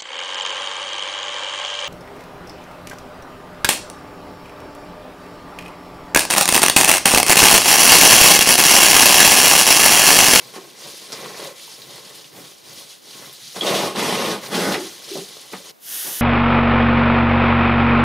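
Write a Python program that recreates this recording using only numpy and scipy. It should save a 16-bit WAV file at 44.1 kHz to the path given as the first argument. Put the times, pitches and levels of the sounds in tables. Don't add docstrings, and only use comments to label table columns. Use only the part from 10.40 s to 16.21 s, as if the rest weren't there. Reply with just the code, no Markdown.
import sys
import numpy as np
from scipy import signal
from scipy.fft import rfft, irfft
from scipy.io import wavfile
from scipy.ndimage import uniform_filter1d

SR = 44100
rng = np.random.default_rng(int(sys.argv[2]) if len(sys.argv) > 2 else 0)


def put_to_file(sound):
    columns = np.atleast_2d(sound).T
    safe = np.clip(columns, -1, 1)
    whole_steps = np.round(safe * 32767)
    wavfile.write(sys.argv[1], SR, whole_steps.astype(np.int16))


N = 256220
TIME_S = np.arange(N) / SR

# start in seconds, time to release in seconds, rise in seconds,
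# then relative levels in dB of foil sliding, bubbles pressed and whole sheet flexing.
STROKES = [ (-.03, .13, 0.023, -45.5, -44, -49), (0.12, 0.038, 0.029, -41, -37, -63),
           (0.18, 0.13, .04, -48, -48, -56), (0.317, 0.13, 0.17, -37, -38, -48),
           (0.463, 0.13, 0.015, -40.5, -51.5, -70), (0.602, 0.13, 0.025, -43, -42.5, -60),
           (0.706, 0.2, 0.063, -41, -35, -55.5), (0.909, 0.16, 0.069, -38.5, -35, -60),
           (1.135, 0.21, 0.045, -41.5, -52.5, -56), (1.356, 0.12, 0.046, -47.5, -47.5, -44.5),
           (1.466, 0.13, 0.044, -43, -43.5, -56), (1.62, 0.16, .03, -45, -48, -59),
           (1.735, 0.14, 0.021, -48.5, -55, -51), (1.90, 0.12, 0.066, -48, -43.5, -40.5),
           (2.021, 0.098, 0.027, -45.5, -51.5, -58), (2.162, 0.023, 0.022, -49, -56, -64),
           (2.204, 0.11, 0.087, -44, -46, -46), (2.307, 0.11, 0.077, -41, -47, -47),
           (2.454, 0.063, 0.047, -42, -54, -60), (2.596, 0.18, 0.12, -42, -48.5, -51),
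           (2.756, .11, 0.059, -44.5, -41, -44), (2.863, 0.12, 0.029, -46, -67, -69),
           (2.967, 0.21, 0.068, -41, -67, -51), (3.139, 0.021, 0.034, -34, -32, -45),
           (4, 0.06, 0.04, -37.5, -34, -38), (4.364, 0.11, 0.042, -37, -42, -46),
           (4.482, 0.21, .04, -43.5, -47, -55), (4.615, 0.19, .1, -36, -46.5, -60),
           (4.82, 0.2, 0.035, -42, -47.5, -66), (5.04, .08, .04, -45, -53, -63),
           (5.107, 0.088, 0.014, -42, -44.5, -49), (5.21, 0.085, 0.054, -42, -47, -69), ]
# start in seconds, time to release in seconds, level in dB,
# starting pitch in Hz.
HUMS = [(0.153, 0.034, -38.5, 360), (.79, 0.092, -43, 480), (1.039, 0.039, -37.5, 559),
        (4.255, 0.098, -31.5, 377), (4.325, 0.035, -24.5, 363), (4.40, .05, -40, 354),
        (4.689, 0.092, -33.5, 383.8)]
# start in seconds, relative level in dB, upper edge in Hz, decay in seconds.
BUCKLES = [(.155, -28, 1400, 0.018), (0.718, -26, 2000, 0.018), (3.158, -23, 860, 0.018),
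           (3.22, -19.5, 1000, 0.012), (3.549, -20.5, 1300, 0.019), (4.343, -14.5, 1390, 0.013),
           (4.751, -20, 490, 0.032), (5.129, -20.5, 1750, 0.017)]
# start in seconds, relative level in dB, centre in Hz, decay in seconds, Q.
SNAPS = [(0.156, -39, 4260, 0.017, 1.6), (0.721, -19, 5200, 0.0035, 3.3), (0.727, -16.5, 4900, 0.007, 3.6),
         (1.042, -27.5, 10000, .008, 2.8), (1.277, -35.5, 900, 0.023, 17),
         (1.418, -26.5, 4040, 0.0052, 6.4), (1.748, -37, 11100, 0.02, 1.7),
         (1.843, -34.5, 2930, 0.013, 4.9), (2.295, -43, 5000, 0.0077, 2), (2.927, -32.5, 12700, 0.01, 3),
         (3.209, -8.5, 3330, 0.0066, 29), (3.266, -12, 3550, 0.022, 2.9), (3.344, -16, 3170, 0.078, 1.4),
         (3.559, -22, 3020, 0.0092, 1.9), (4.155, -16, 3500, 0.0061, 2), (4.32, -16, 3570, .02, 2.2),
         (4.343, -11.5, 2150, 0.0082, 3.3)]
# start in seconds, time to release in seconds, rise in seconds,
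# then relative levels in dB of the sheet's body and the foil's crackle.
DRAGS = [(3.192, 0.27, .075, -20, -25), (3.542, 0.38, 0.048, -21.5, -24), (4.096, 0.23, 0.047, -20, -25.5)]
# centre in Hz, width in Hz, lift in dB before each layer's scaling.
SHEET_RESONANCES = [(186, 30, 4), (436, 18, 5), (499, 22, 2), (570, 26, 4.5), (744, 22, 3.5), (832, 26, 4),
                    (964, 18, 3.5), (1078, 40, 5), (1237, 35, 3.5), (1503, 24, 4), (1857, 27, 4.5),
                    (2025, 22, 6), (3270, 60, 2.5), (3362, 40, 2.5)]

# frequency in Hz, relative density in dB per Hz.
AIR_COLOUR = [(30, -22), (80, -14.5), (160, -3.5), (400, -1.5), (900, -5.5), (1700, -10), (4500, -9.5),
              (8000, -14.5), (15500, -11.5)]
SLIDE_COLOUR = [(500, -19.5), (1400, -14.5), (2000, -10), (2600, -8.5), (3100, -2.5), (4100, -1),
                (6800, -5.5), (7600, -10.5), (9800, -8), (12000, -15), (15500, -22.5)]
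PRESS_COLOUR = [(30, -29), (75, -32), (130, -4.5), (265, -7.5), (350, -0.5), (490, -1), (720, -6.5),
                (1050, -6), (1500, -12), (2200, -9), (4500, -28.5)]
FLEX_COLOUR = [(25, -16), (60, -29), (90, -16), (130, 1), (210, -7.5), (300, -4.5), (600, -21)]
WRINKLE_COLOUR = [(1000, -23), (3500, -2), (7000, -5), (12000, -3), (15500, -9)]
CRACKLE_COLOUR = [(1000, -22), (1900, 2), (2700, 0), (3700, 0), (5000, -3.5), (6300, -6), (7700, -11.5),
                  (10000, -9.5), (12500, -16), (15500, -24.5)]
SPRAY_COLOUR = [(30, -48), (100, -17), (400, -12.5), (1300, -9), (1750, -3), (2350, -10), (3050, 0.5),
                (4200, -4), (6000, 0), (8000, -4), (9700, 2), (12600, 2.5), (14200, -0.5), (15600, -4)]
# frequency in Hz, relative density in dB per Hz.
DRAG_COLOURS = [
    [(40, -59), (80, -40), (110, -16), (190, -6.5), (280, -11), (350, -2.5), (560, -5), (720, -6),
     (900, -12.5), (1070, -8.5), (1400, -17.5), (2200, -25), (3400, -39)],
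    [(40, -25), (80, -26), (110, -6), (180, 0.5), (230, 5.5), (270, 1), (450, 4), (720, -2.5), (1000, -1),
     (1400, -8.5), (2200, -23), (3400, -36)],
    [(40, -46), (80, -16), (135, -18.5), (175, -1.5), (260, -2), (380, -2), (620, -5.5), (850, -7.5),
     (1100, -11.5), (1400, -9.5), (2100, -11), (3400, -35)],
]

# frequency in Hz, side minus mid in dB.
AIR_SIDE = [(60, -1), (400, 7), (1500, 4.5), (4000, -12), (15000, -8)]
NEAR_SIDE = [(60, -15), (250, -21.5), (1300, -13.5), (4400, -15.5), (7500, -18.5), (9500, -8), (15000, -4)]
# frequency in Hz, side minus mid in dB.
CODED_JET_SIDE = [(60, -11), (1500, -11), (3100, -44), (7800, -51), (8600, -11), (15000, -8)]

STROKE_FADE_DB_PER_S, CUT_S = 154, 5.315
WRINKLES_PER_S, WRINKLE_DB = 49, -9.5
HUM_RISE_S, HUM_FADE_DB_PER_S, HUM_SAG_HZ_PER_S = 0.037, 190, 90
BODY_FADE_DB_PER_S = 176
CRACKLE_SAG_DB_PER_S, CRACKLE_FADE_DB_PER_S, CRACKLE_ARCH_DB = 8.5, 170, 1
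SPRAY_START_S, SPRAY_RISE_S, SPRAY_OPENING_POWER = 5.39, 0.16, 1.42
SPRAY_DB, SPRAY_SAG_DB_PER_S = -26, 4.5
JET_ECHO_S, JET_ECHO_GAIN = 0.00272, 0.15
STIR_START_S, STIR_LENGTH_S, STIR_RISE_S, STIR_DB = 5.635, 0.052, 0.033, -38
NOTCH_HZ, NOTCH_Q, BASS_CUT_HZ, CUTOFF_HZ = 7500, 60, 60, 15650


def amp(db):
    return 10 ** (np.asarray(db) / 20)


def unit(x):
    return x / np.sqrt(np.mean(x ** 2) + 1e-20)


def read(points, hz):
    f, value = np.transpose(points)
    return np.interp(np.log(hz + 1), np.log(f + 1), value)


def add(mix, start_s, sound):
    part = mix[:, round(start_s * SR):][:, :sound.shape[1]]
    part += sound[:, :part.shape[1]]


def colour(x, gain_db, size=8192):
    hz = abs(np.fft.fftfreq(size, 1 / SR))
    log_gain = np.log(amp(gain_db(hz)) + 1e-5)
    spectrum = np.exp(np.conj(signal.hilbert(log_gain)))
    taps = np.fft.ifft(spectrum).real[:size // 2]
    taps /= np.linalg.norm(taps)
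    return signal.oaconvolve(x, taps[None], axes=1)[:, :x.shape[1]]


def noise():
    return rng.standard_normal((2, N))


def spread(pair, side_db):
    side_gain = amp(read(side_db, np.fft.rfftfreq(N, 1 / SR)))
    side = irfft(rfft(pair[1]) * side_gain, N)
    return np.array([pair[0] + side, pair[0] - side])


def van(x, wet_db, t60_s):
    t = np.arange(SR // 4) / SR
    arrivals = (rng.random((2, len(t))) < 3000 / SR) * (t > .002)
    taps = rng.standard_normal((2, len(t))) * arrivals * amp(-60 * t / t60_s)
    taps = signal.sosfilt(signal.butter(2, 1500, "high", fs=SR, output="sos"), taps)
    taps /= np.linalg.norm(taps, axis=1, keepdims=True)
    echo = signal.oaconvolve(x, taps, axes=1)[:, :N]
    return (x + amp(wet_db) * echo) / np.hypot(1, amp(wet_db))


def sheet_db(hz):
    return sum(db / (1 + (2 * (hz - f) / width) ** 2) for f, width, db in SHEET_RESONANCES)


def wander(hz):
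    lowpass = 1 / (1 + (np.fft.rfftfreq(N, 1 / SR) / hz) ** 4)
    return unit(irfft(rfft(rng.standard_normal(N)) * lowpass, N))


def ticks(per_s, spread_db, clump_db, clump_hz, facet_db, facet_hz):
    size = amp(spread_db * np.minimum(rng.exponential(1, N), 4))
    slips = size * (rng.random(N) < per_s / SR) * amp(clump_db * wander(clump_hz))
    signed = slips * rng.choice([-1., 1.], (2, N))
    hz, _, z = signal.stft(signed, nperseg=256, fs=SR)
    facets = uniform_filter1d(rng.standard_normal(z.shape[1:]), size=5, axis=1)
    keep = np.exp(-hz[1] / facet_hz)
    facets = unit(signal.lfilter([1], [1, -keep], facets, axis=0))
    sound = signal.istft(z * amp(facet_db * facets), nperseg=256)[1]
    return unit(sound[:, :N])


def burst(decay_s, rise_s):
    t = np.arange(SR // 3) / SR
    shape = (1 - np.exp(-t / rise_s)) * np.exp(-t / decay_s)
    return rng.standard_normal((2, len(t))) * shape / shape.max()


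def swell(start_s, rise_s, sag_db_per_s=0):
    t = np.maximum(TIME_S - start_s, 0)
    return np.minimum(t / rise_s, 1) * amp(-sag_db_per_s * t)


def release(end_s, fade_db_per_s):
    return amp(-fade_db_per_s * np.maximum(TIME_S - end_s, 0))


def stroke(start_s, length_s, rise_s):
    return swell(start_s, rise_s) * release(start_s + length_s, STROKE_FADE_DB_PER_S)


def background():
    air = colour(noise(), lambda hz: read(AIR_COLOUR, hz))
    return amp(-54.5) * spread(air, AIR_SIDE)


def handling():
    power = np.zeros((3, N))
    for start_s, length_s, rise_s, *levels_db in STROKES:
        power += np.outer(amp(levels_db), stroke(start_s, length_s, rise_s)) ** 2
    return np.sqrt(power) * (TIME_S < CUT_S)


def sliding(effort):
    slips = ticks(per_s=7000, spread_db=0.0, clump_db=0.06, clump_hz=45, facet_db=1.5, facet_hz=900)
    hiss = colour(slips * effort, lambda hz: read(SLIDE_COLOUR, hz))
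    return amp(1.5) * spread(van(hiss, wet_db=-12.5, t60_s=0.034), NEAR_SIDE)


def pressing(effort, flex):
    slips = ticks(per_s=1600, spread_db=2.2, clump_db=1.0, clump_hz=35, facet_db=2.2, facet_hz=300)
    body = colour(slips * effort, lambda hz: read(PRESS_COLOUR, hz) + 1.16 * sheet_db(hz))
    rumble = colour(noise() * flex, lambda hz: read(FLEX_COLOUR, hz))
    both = amp(-1.0) * body + amp(-3.0) * rumble
    return spread(van(both, wet_db=-6.5, t60_s=0.07), NEAR_SIDE)


def crinkling(effort):
    wrinkles = ticks(per_s=WRINKLES_PER_S, spread_db=0.5, clump_db=-1.0, clump_hz=10,
                     facet_db=4.5, facet_hz=1200)
    sound = colour(wrinkles * effort, lambda hz: read(WRINKLE_COLOUR, hz))
    return amp(WRINKLE_DB) * spread(van(sound, wet_db=8, t60_s=0.054), NEAR_SIDE)


def droning():
    hoarse = wander(hz=62) + 1j * wander(hz=62)
    sound = np.zeros(N)
    for start_s, length_s, level_db, start_hz in HUMS:
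        pitch_hz = start_hz - HUM_SAG_HZ_PER_S * (TIME_S - start_s)
        phase = 2 * np.pi * np.cumsum(pitch_hz) / SR
        note = (hoarse * np.exp(1j * phase)).real
        gain = swell(start_s, HUM_RISE_S) * release(start_s + length_s, HUM_FADE_DB_PER_S)
        sound += amp(level_db) * note * gain
    return sound


def buckling():
    sound = np.zeros((2, N))
    for start_s, level_db, edge_hz, decay_s in BUCKLES:
        def flap_db(hz):
            edges = (1 + (hz / edge_hz) ** 4) * (1 + (160 / (hz + 1)) ** 10)
            return .5 * sheet_db(hz) - 10 * np.log10(edges * (1 + hz / 700))
        add(sound, start_s, amp(level_db) * colour(burst(decay_s, rise_s=0.0064), flap_db))
    return amp(-8.5) * spread(van(sound, wet_db=-32, t60_s=0.13), NEAR_SIDE)


def snapping():
    sound = np.zeros((2, N))
    for start_s, level_db, centre_hz, decay_s, q in SNAPS:
        def ring_db(hz):
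            detune = hz / centre_hz - centre_hz / (hz + 1)
            return -10 * np.log10((1 + (q * detune) ** 2) * (1 + (hz / 11000) ** 4))
        add(sound, start_s, amp(level_db) * colour(burst(decay_s, rise_s=0.00013), ring_db))
    return amp(-7.0) * spread(van(sound, wet_db=-4.5, t60_s=0.16), NEAR_SIDE)


def dragging():
    catches = ticks(per_s=3000, spread_db=1.5, clump_db=0.4, clump_hz=111.6, facet_db=0.0, facet_hz=300)
    fizz = ticks(per_s=3000, spread_db=-0.5, clump_db=-0.6, clump_hz=70, facet_db=2.0, facet_hz=897)
    skin = unit(catches + 1.33 * fizz)
    sound = np.zeros((2, N))
    for (start_s, length_s, rise_s, body_db, crackle_db), tone in zip(DRAGS, DRAG_COLOURS):
        end_s = start_s + length_s
        body_gain = swell(start_s, rise_s) * release(end_s, BODY_FADE_DB_PER_S)
        body = colour(catches * body_gain, lambda hz: read(tone, hz) + 1.33 * sheet_db(hz))
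        sound += amp(body_db) * body

        progress = np.clip((TIME_S - start_s) / length_s, 0, 1)
        arch = amp(CRACKLE_ARCH_DB * np.sin(np.pi * progress))
        crackle_gain = swell(start_s, rise_s, CRACKLE_SAG_DB_PER_S) * release(end_s, CRACKLE_FADE_DB_PER_S)
        crackle = colour(skin * crackle_gain * arch,
                         lambda hz: read(CRACKLE_COLOUR, hz) + 0.83 * sheet_db(hz))
        sound += amp(crackle_db) * crackle
    return spread(van(sound, wet_db=-3, t60_s=0.099), NEAR_SIDE)


def spraying():
    valve = swell(SPRAY_START_S, SPRAY_RISE_S) ** SPRAY_OPENING_POWER
    pressure = amp(SPRAY_DB) * release(SPRAY_START_S, SPRAY_SAG_DB_PER_S)
    jet = colour(noise(), lambda hz: read(SPRAY_COLOUR, hz)) * valve * pressure
    lag = round(JET_ECHO_S * SR)
    echo = np.pad(jet, ((0, 0), (lag, 0)))[:, :N]
    stir = colour(noise(), lambda hz: read(PRESS_COLOUR, hz))
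    stir *= amp(STIR_DB) * stroke(STIR_START_S, STIR_LENGTH_S, STIR_RISE_S)
    return spread(jet + JET_ECHO_GAIN * echo + stir, CODED_JET_SIDE)


def scene():
    slide, press, flex = handling()
    sheet = sliding(slide) + pressing(press, flex) + crinkling(slide)
    sheet += droning() + buckling() + snapping() + dragging()
    return background() + sheet + spraying()


def record(dry):
    notched = signal.lfilter(*signal.iirnotch(NOTCH_HZ, NOTCH_Q, SR), dry)
    thinned = signal.sosfilt(signal.butter(2, BASS_CUT_HZ, "high", fs=SR, output="sos"), notched)
    band_limit = signal.firwin(511, CUTOFF_HZ, window=("kaiser", 9), fs=SR)
    return signal.oaconvolve(thinned, band_limit[None], "same")


dry = scene()
out = record(dry)
put_to_file(out)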